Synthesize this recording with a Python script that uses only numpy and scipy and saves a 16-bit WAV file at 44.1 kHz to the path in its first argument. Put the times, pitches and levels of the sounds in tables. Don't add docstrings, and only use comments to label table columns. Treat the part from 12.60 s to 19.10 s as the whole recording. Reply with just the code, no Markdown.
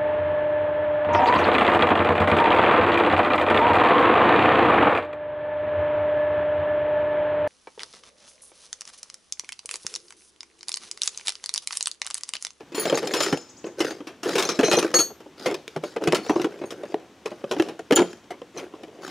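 import sys
import numpy as np
from scipy import signal
from scipy.fft import rfft, irfft
from scipy.io import wavfile
from scipy.ndimage import uniform_filter1d, minimum_filter1d

SR = 44100
rng = np.random.default_rng(int(sys.argv[2]) if len(sys.argv) > 2 else 0)


def dump(signal):
    limited = np.clip(np.atleast_2d(signal).T, -1, 1)
    pcm = np.round(limited * 32767).astype(np.int16)
    wavfile.write(sys.argv[1], SR, pcm)


N = 286650

# start_s, force_db, thud_pitch_hz, hardness_db (treble over thud), t60_s (before each range's life factor)
KNOCK_ROWS = [(0.006, -33.5, 444, -27, 0.11), (0.121, -31, 350, -22, 0.43), (0.146, -23.5, 300, -13, 0.6),
              (0.254, -19, 353, -18.5, 0.058), (0.298, -18, 520, -19, 0.11), (0.325, -11, 553, -35, 0.068),
              (0.344, -15.5, 465, -32, 0.065), (0.374, -20.5, 332, -9, .13), (0.436, -19.5, 510, -32, 0.1),
              (0.472, -30.5, 393, -1, 0.093), (0.537, -17.5, 322, -6, 0.26), (0.566, -23, 477, -12, 0.2),
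              (0.604, -17, 593, -7.5, 0.21), (0.633, -29, 606, 4.5, 0.25), (0.726, -12, 291, -21.5, 0.099),
              (0.773, -34, 333, -8, 0.058), (1.042, -23, 337, -37, 0.086), (1.065, -24, 386, -31, 0.21),
              (1.204, -14.5, 341, -14, 0.13), (1.307, -27, 312, -16, 0.086),
              (1.404, -26.5, 303, -37, 0.095), (1.471, -28.5, 317, -14.5, 0.36), (1.632, -26, 310, -9, 0.3),
              (1.657, -15, 415, -28.5, 0.27), (1.754, -15.5, 479, -14.5, 0.46),
              (1.782, -15.5, 370, -7, 0.45), (1.825, -26, 496, 0, 0.11), (1.889, -16.5, 460, -13, 0.25),
              (1.990, -6.5, 273, -27, 0.13), (2.031, -7.5, 449, -26.5, 0.28), (2.082, -14, 627, -28, 0.035),
              (2.114, -14, 342, -11, 0.093), (2.131, -11, 587, -10.5, 0.1), (2.172, -8, 480, -54, 0.14),
              (2.187, -31, 400, 7, .11), (2.227, -16.5, 336, -18, 0.075), (2.246, -13, 340, -30, 0.039),
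              (2.341, -6, 504, -15.5, 0.15), (2.389, -14.5, 323, -12.5, 0.15),
              (2.502, -33, 417, -43, 0.094), (2.604, -36.5, 445, -22.5, 0.094),
              (2.662, -35, 300, -46, 0.04), (2.86, -11.5, 506, -21, 0.29),
              (2.912, -22.5, 425, -20.5, 0.054), (2.943, -26, 380, -10, 0.063),
              (3.079, -34, 448, -5.5, 0.0084), (3.162, -19, 387, -28, 0.078),
              (3.237, -19.5, 583, -26, 0.068), (3.363, -17, 468, -30.5, .09),
              (3.420, -25.5, 403, -31, 0.049), (3.439, -27.5, 382, -12, 0.045),
              (3.474, -10, 439, -21, 0.071), (3.523, -14, 460, -17.5, 0.042), (3.531, -10, 357, -37, 0.032),
              (3.547, -21, 357, -3.5, 0.26), (3.695, -8, 304, -32, 0.092), (3.758, -10.5, 343, -50, 0.11),
              (3.797, -14.5, 356, -35, 0.069), (3.816, -26.5, 350, -11, 0.075),
              (3.844, -11.5, 326, -30.5, 0.1), (4.015, -22.5, 335, -38, 0.16),
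              (4.038, -23, 342, -36, 0.047), (4.106, -34, 473, -5.5, 0.19), (4.234, -23, 578, -35, 0.086),
              (4.343, -15, 427, -40.5, 0.015), (4.658, -19.5, 440, -21, 0.11),
              (4.715, -26.5, 607, -33.5, 0.099), (4.841, -22, 557, -36, 0.031),
              (4.912, -15, 373, -19, 0.17), (4.965, -19.5, 307, -39.5, 0.1), (4.998, -6.5, 331, -32, 0.049),
              (5.023, -23, 357, -15, 0.012), (5.086, -23.5, 323, -23.5, 0.14),
              (5.192, -26, 447, -24, 0.066), (5.309, -6.5, 470, -29, 0.037),
              (5.323, -6.5, 297, -22.5, 0.12), (5.364, -9, 388, -13, 0.15), (5.387, -3, 346, -31, 0.11),
              (5.418, -13, 329, -31, 0.069), (5.706, -24.5, 717, -21.5, 0.23),
              (5.817, -29, 473, -32, 0.048), (5.981, -29.5, 330, -12, 0.23), (6.138, -30, 345, -42, .056),
              (6.234, -32, 333, -21.5, 0.078)]


def amp(db):
    return 10 ** (np.asarray(db) / 20)


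def unit(x):
    return x / np.sqrt(np.mean(x ** 2) + 1e-20)


def unit_peak(x):
    return x / abs(x).max()


def read(points, hz):
    point_hz, value = np.transpose(points)
    return np.interp(np.log(hz + 1), np.log(point_hz + 1), value)


def add(mix, start_s, sound):
    part = mix[:, max(round(start_s * SR), 0):][:, :sound.shape[-1]]
    part += sound[..., :part.shape[1]]


def colour(x, gain):
    size = 2048
    hz = abs(np.fft.fftfreq(size, 1 / SR))
    log_gain = np.log(np.maximum(gain(hz), 1e-6))
    spectrum = np.exp(np.conj(signal.hilbert(log_gain)))
    taps = np.fft.ifft(spectrum).real
    return signal.fftconvolve(x, taps[None], axes=1)[:, :x.shape[1]]


def ports(pair):
    # frequency_hz, likeness (0-1)
    likeness = [(30, 0.6), (120, .997), (500, .998), (1500, 0.98), (4000, .88), (12000, 0.7)]
    hz = np.fft.rfftfreq(pair.shape[1], 1 / SR)
    same = np.clip(read(likeness, hz), 0, 1)
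    mid, side = irfft(rfft(pair) * np.sqrt([1 + same, 1 - same]), pair.shape[1])
    return np.array([mid + side, mid - side])


def air(level_db=-52.5):
    # frequency_hz, relative_level_db
    air_colour = [(15, -86), (25, -12.5), (190, -2.5), (317, 2), (659, -9), (796, -9), (1100, -10),
                  (1610, -13.5), (3340, -16), (5140, -23.5), (5570, -19.5), (14000, -38.5), (16000, -41)]
    noise = ports(rng.standard_normal((2, N)))
    wash = colour(noise, lambda hz: amp(read(air_colour, hz)))
    return amp(level_db) * unit(wash)


def spot(x, ripple_db=4.5, spacing_hz=170):
    grid_hz = np.arange(0, SR / 2, spacing_hz)
    chance = np.clip(rng.standard_normal(len(grid_hz)), -2, 2)
    peaks_db = ripple_db * chance * np.minimum(grid_hz / 1000, 1)
    return colour(x, lambda hz: amp(np.interp(hz, grid_hz, peaks_db)))


def casing(x, band, order=6):
    # frequency_hz, relative_level_db
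    casing_colour = [(24, -109), (40, -48.5), (155, -9.5), (237, -6), (345, 5), (965, -8), (1410, -8.5),
                     (2050, -12), (3060, -11.5), (4680, -21.5), (5440, -20), (8340, -37.5), (9690, -38.5),
                     (13800, -51.5), (16000, -55.5)]
    crossovers_hz = [900, 3600, 8000]

    def gain(hz):
        below = [0] + [1 / (1 + (hz / edge) ** order) for edge in crossovers_hz] + [1]
        share = abs(below[band + 1] - below[band])
        return amp(read(casing_colour, hz)) * np.sqrt(share)
    return colour(x, gain)


def range_levels(db, hardness_db):
    clack_share, glint_share = 0.54, 0.9
    return [db + share * hardness_db for share in (0, clack_share, 1, glint_share)]


def rub_levels():
    # start_s, length_s (until release), level_db, hardness_db (treble over low)
    stroke_rows = [(0.162, 0.18, -26.5, -8), (0.398, 0.15, -32.5, -13), (0.484, 0.22, -31.5, -5),
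                   (1.171, 0.13, -32.5, -8), (1.65, 0.28, -31, -3.5), (1.96, .30, -32.5, -6),
                   (2.348, 0.084, -50, -26), (2.771, 0.091, -42, -1), (2.86, 0.057, -30.5, -30),
                   (3.221, 0.092, -51, 0), (3.397, 0.18, -29.5, -22), (3.626, 0.13, -35.5, -6.5),
                   (3.871, .44, -42.5, -15), (4.668, 0.28, -53, -8), (4.884, .09, -56, 8),
                   (4.953, 0.17, -40, -25), (5.376, 0.14, -44, -8.5), (5.937, 0.07, -38, -14.5),
                   (6.05, 0.55, -48.5, -22), (6.411, 0.24, -39, -3)]
    attack_s, release_db_per_s = 0.027, 209.5
    resting_db, resting_hardness_db = -78, 8
    scuff_s, scuff_db = 0.0054, -14.5
    waver_db, waver_s = 2.5, 0.075

    t = np.arange(0, N, 64) / SR
    power = amp(range_levels(resting_db, resting_hardness_db))[:, None] ** 2
    for start_s, length_s, db, hardness_db in stroke_rows:
        swell = np.clip((t - start_s) / attack_s, 0, 1)
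        release = amp(-release_db_per_s * np.maximum(t - start_s - length_s, 0))
        stroke = np.outer(amp(range_levels(db, hardness_db)), swell * release)
        power = power + stroke ** 2
    for start_s, force_db, _, hardness_db, _ in KNOCK_ROWS:
        brush = np.maximum(1 - abs(t - start_s) / scuff_s, 0)
        scuff = np.outer(amp(range_levels(force_db + scuff_db, hardness_db)), brush)
        power = power + scuff ** 2
    chance = rng.standard_normal(len(t))
    waver = signal.lfilter([1], [1, -np.exp(-t[1] / waver_s)], chance)
    pressure_db = waver_db * unit(waver)
    return [np.interp(np.arange(N) / SR, t, 10 * np.log10(row) + pressure_db) for row in power]


def rubbing(glint_db=-7, slip_s=0.00063, smooth=0.75, spots=6, slips_per_s=350, moves_per_s=35):
    slip_size = amp(3 * np.minimum(rng.exponential(1, N), 3))
    slips = slip_size * (rng.random(N) < slips_per_s / SR)
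    bursts = signal.lfilter([1], [1, -np.exp(-1 / (slip_s * SR))], slips)
    grip = smooth + unit(bursts)
    friction = ports(grip * rng.standard_normal((2, N)))
    moves = np.cumsum(rng.random(N) < moves_per_s / SR)
    touched = rng.integers(0, spots, N)[moves]
    shake = sum(spot(friction * (touched == k)) for k in range(spots))
    low, scrape, hiss, glint = rub_levels()
    levels = [low, scrape, hiss, glint + glint_db]
    return sum(amp(db) * unit(casing(shake, band)) for band, db in enumerate(levels))


def boom(t, hz, t60, rise_s=0.0025):
    return np.sin(2 * np.pi * hz * t) * amp(-60 * t / t60) * (1 - np.exp(-t / rise_s))


def at_level(x, db):
    return amp(db) * x / np.sqrt(np.sum(x ** 2) / (2 * .012 * SR))


def nudges(count=58):
    level_db, level_spread_db = 7.5, 2
    centre_hz, spread_octaves, t60 = 382.5, 0.44, 0.04
    harder_db, hardness_spread_db = -10.5, 4

    low, _, hiss, _ = rub_levels()
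    at = ((np.arange(count) + rng.random(count)) * N / count).astype(int)
    force, place, edge = np.clip(rng.standard_normal((count, 3)), -2, 2).T
    force_db = low[at] + level_db + level_spread_db * force
    pitch_hz = centre_hz * 2 ** (spread_octaves * place)
    hardness_db = hiss[at] - low[at] + harder_db + hardness_spread_db * edge
    return list(zip(at / SR, force_db, pitch_hz, hardness_db, np.full(count, t60)))


def knocks(thud_db=-5, clack_db=-1, tick_db=-1.5, glint_db=-3, tone=0.94, tone_t60=0.064,
           clack_life=0.64, tick_life=0.12, glint_life=0.42, snap=4, rise_s=0.00014,
           tail_db=-29, tail_t60=0.7, count=3):
    # start_s, peak_db, pitch_hz, t60_s
    bump_rows = [(0.728, -23, 160.4, 0.059), (3.164, -31, 158, 0.17), (3.477, -20, 162, 0.095),
                 (5.398, -28, 179, 0.24)]
    rebound_s, rebound_db = .009, 8.5

    out, t = np.zeros((2, N)), np.arange(8192) / SR
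    close = np.minimum(1, 2 * (1 - t / t[-1]))
    for start_s, force_db, hz, hardness_db, t60 in KNOCK_ROWS + nudges():
        thud, clack, tick, glint = range_levels(force_db, hardness_db)
        ranges = [(thud + thud_db, 1), (clack + clack_db, clack_life),
                  (tick + tick_db, tick_life), (glint + glint_db, glint_life)]
        gaps = rng.random(count) * 2 * rebound_s * SR
        rebounds = np.minimum(np.cumsum(gaps), len(t) - 1).astype(int)
        for band, (db, life) in enumerate(ranges):
            fade = amp(-60 * t / max(t60 * life, .004)) + amp(tail_db - 60 * t / tail_t60)
            shake = rng.standard_normal((2, len(t))) * fade * (1 - np.exp(-t / rise_s))
            shake[0, 0] += snap
            shake[0, rebounds] += snap * amp(rebound_db - 60 * t[rebounds] / t60)
            blow = unit(casing(spot(ports(shake)), band))
            if band == 0:
                blow = blow + tone * unit(boom(t, hz, tone_t60))
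            add(out, start_s, at_level(blow, db) * close)
    for start_s, peak_db, hz, t60 in bump_rows:
        add(out, start_s, amp(peak_db) * unit_peak(boom(t, hz, t60)))
    return out


def strike(part, favoured_hz, ring, pitch=1, favour_db=8, rise_s=0.00027, turn=0.28):
    part_modes = { "ring": [(2143, -20, .3), (3203, -14, .2), (3919, -9, .12), (4382, -10, .12),
                  (5266, 0, .26), (7014, 0, .26), (8570, -16, .15), (9329, -9, .15), (10422, -10, .2),
                  (13894, -17, .2)], "hook": [(3195, -2, .45), (4270, -16, .5), (6985, 0, .4),
                  (7020, -6, .3), (8554, -17, .3), (10420, -7, .35), (14310, -19, .3), (14900, -8, .18)],
                  "tag": [(2681, -14, .15), (4420, -9, .3), (6595, -13, .2), (9935, 0, .13),
                  (12200, -14, .12), (15176, -6, .2)], "lug": [(4124, -18, .22), (4425, -7, .25),
                  (4452, -13, .15), (6105, -20, .3), (6595, 0, .22), (6625, -8, .17), (8210, -24, .26),
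                  (8640, -26, .3), (9157, -24, .26), (9960, -16, .18), (10540, -24, .16), (11260, -22, .21),
                  (11832, -25, .46), (12310, -28, .33), (12902, -28, .32), (13260, -24, .48),
                  (15180, -23, .16)], "clip": [(2474, -1, .2), (3128, -8, .12), (3768, -14, .15),
                  (4118, -1, .17), (5589, -9, .12), (5672, -7, .16), (5835, -7, .13), (6181, 0, .15),
                  (6358, -11, .2), (8900, -16, .1), (9367, -14, .13), (9690, -13, .12), (11246, -19, .14),
                  (12400, -21, .14)]}
    focus_db, focus_octaves = 13, 0.014

    ring = np.clip(ring, .05, 2)
    t = np.arange(round(.55 * ring * SR)) / SR
    mode_hz, mode_db, t60 = np.transpose(part_modes[part])[:, :, None]
    hz = mode_hz * pitch
    chance_db, lag, phase = rng.standard_normal((len(hz), 3)).T[:, :, None]
    octaves = abs(np.log2(hz / favoured_hz))
    focus = focus_db * np.exp(-(octaves / focus_octaves) ** 2)
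    weight_db = mode_db - favour_db * octaves + focus
    fade = amp(weight_db - weight_db.max() + chance_db - 60 * t / (t60 * ring))
    angle = 2 * np.pi * (hz * t + phase)
    pair = [(fade * np.sin(angle + side * turn * lag)).sum(0) for side in (1, -1)]
    return np.array(pair) * (1 - np.exp(-t / rise_s))


def jingle(count=18, touches_per_s=80, rubbed_db=-3, knocked_db=-7, ring=0.48):
    out, hiss = np.zeros((2, N)), rub_levels()[2]
    start_s, force_db, _, hardness_db, _ = np.transpose(KNOCK_ROWS)
    tick = force_db + hardness_db
    jolted = rng.integers(0, count, len(start_s))
    for k in range(count):
        mine = jolted == k
        touches = (rng.random(N) < touches_per_s / count / SR) * amp(hiss + rubbed_db)
        touches[np.round(start_s[mine] * SR).astype(int)] += amp(tick[mine] + knocked_db)
        pitch, favoured_hz = rng.uniform(.65, 1.2), rng.uniform(2500, 8000)
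        terminal = strike(["clip", "ring"][k % 2], favoured_hz, ring, pitch)
        out += signal.oaconvolve(touches[None], terminal, axes=1)[:, :N]
    return out


def clinks():
    # start_s, part, relative_level_db, favoured_hz (by the point of contact),
    # ring (factor on the part's ring time, held between 0.05 and 2)
    clink_rows = [(0.151, "hook", -36, 11000, 1.6), (0.148, "hook", -38.5, 4270, 2.2),
                  (0.197, "tag", -21, 8000, 1.04), (0.298, "hook", -16.5, 3000, 0.047),
                  (0.354, "lug", -24.5, 5270, 0.21), (0.473, "ring", -31, 5000, 0.23),
                  (0.539, "ring", -45, 3800, 0.85), (0.568, "ring", -31.5, 4200, 2.5),
                  (0.603, "clip", -34, 3970, 1.8), (0.623, "ring", -25, 9200, 0.53),
                  (0.671, "ring", -35, 5000, 2.2), (0.772, "ring", -42, 6160, 0.74),
                  (1.192, "clip", -35.5, 7800, 0.77), (1.851, "clip", -21.5, 6650, 0.32),
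                  (1.89, "clip", -25.5, 5640, .95), (2.045, "clip", -26, 4900, 2),
                  (2.098, "lug", -23, 6740, 0.57), (2.123, "clip", -23, 3250, 1.4),
                  (2.168, "clip", -22, 6600, 0.96), (2.191, "clip", -24.5, 9310, 0.48),
                  (2.345, "lug", -2.5, 5800, 0.65), (2.392, "lug", -8, 5900, 0.76),
                  (2.864, "lug", -37, 4400, 0.44), (3.24, "lug", -48.5, 4500, 1.1),
                  (3.552, "lug", -41, 4425, 2), (3.634, "tag", -40.5, 4420, .9),
                  (3.686, "clip", -40, 5840, 2.3), (4.056, "lug", -46.5, 9157, 0.8),
                  (5.192, "hook", -59, 6050, 0.48), (5.355, "hook", -27, 14100, 0.33),
                  (5.36, "hook", 0.5, 7480, 0.11), (5.365, "hook", -9.5, 3195, 0.15),
                  (5.373, "hook", -37.5, 4840, 1), (5.974, "clip", -34, 6000, .44)]
    out = np.zeros((2, N))
    for start_s, part, db, favoured_hz, ring in clink_rows:
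        add(out, start_s, amp(db) * strike(part, favoured_hz, ring))
    return out


def bird(upper_db=-7):
    # start_s, level_db, top_pitch_hz (before the waver), length_s
    chirp_rows = [(0.439, -44, 7750, 0.045), (0.804, -44, 6660, 0.028), (0.889, -43.5, 6740, 0.027),
                  (0.965, -45.5, 6800, 0.042), (1.043, -45, 6760, 0.049), (5.51, -47, 6500, 0.016)]
    out = np.zeros((2, N))
    for start_s, db, top_hz, length_s in chirp_rows:
        u = np.linspace(-1, 1, round(length_s * SR))
        waver = unit(uniform_filter1d(rng.standard_normal(SR), size=25))[:len(u)]
        pitch_hz = top_hz * (1 - .42 * u ** 2 + .03 * waver)
        phase = 2 * np.pi * np.cumsum(pitch_hz) / SR
        swell = np.sqrt(1 - u ** 2) * (1 - .5 * u)
        whistles = np.sin(phase) + amp(upper_db) * np.sin(1.17 * phase)
        add(out, start_s, amp(db) * swell * whistles)
    return out


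def scatter(x, t60):
    t = np.arange(SR) / SR
    tail = rng.standard_normal((2, SR)) * amp(-60 * t / t60) * (1 - np.exp(-t / 0.006))
    return signal.fftconvolve(x, tail / np.linalg.norm(tail[0]), axes=1)[:, :N]


def scene(near_echo_db=-27, bird_db=-4):
    hands = knocks() + rubbing() + clinks() + jingle()
    chirps = bird()
    near = hands + amp(near_echo_db) * scatter(hands, t60=0.32)
    far = chirps + amp(-3) * scatter(chirps, t60=.35)
    return near + amp(bird_db) * far + air()


def record(dry, ceiling=0.5, low_cut_hz=62, edge_hz=15750):
    # frequency_hz, difference_db
    balance = [(60, 0), (380, 0.3), (1290, 0.6), (2380, 1.3), (4400, 2.8), (8120, 2.5), (15000, -2.5)]
    tilt_db = read(balance, np.fft.rfftfreq(N, 1 / SR))
    x = irfft(rfft(dry) * amp([tilt_db / 2, -tilt_db / 2]), N)
    x = signal.sosfilt(signal.butter(2, low_cut_hz, "high", fs=SR, output="sos"), x)
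    allowed = np.minimum(1, ceiling / (abs(x).max(0) + 1e-9))
    x = x * uniform_filter1d(minimum_filter1d(allowed, size=120), size=120)
    band_limit = signal.firwin(255, edge_hz, window=("kaiser", 9), fs=SR)
    return signal.oaconvolve(x, band_limit[None], "same")


dry = scene()
out = record(dry)
dump(out)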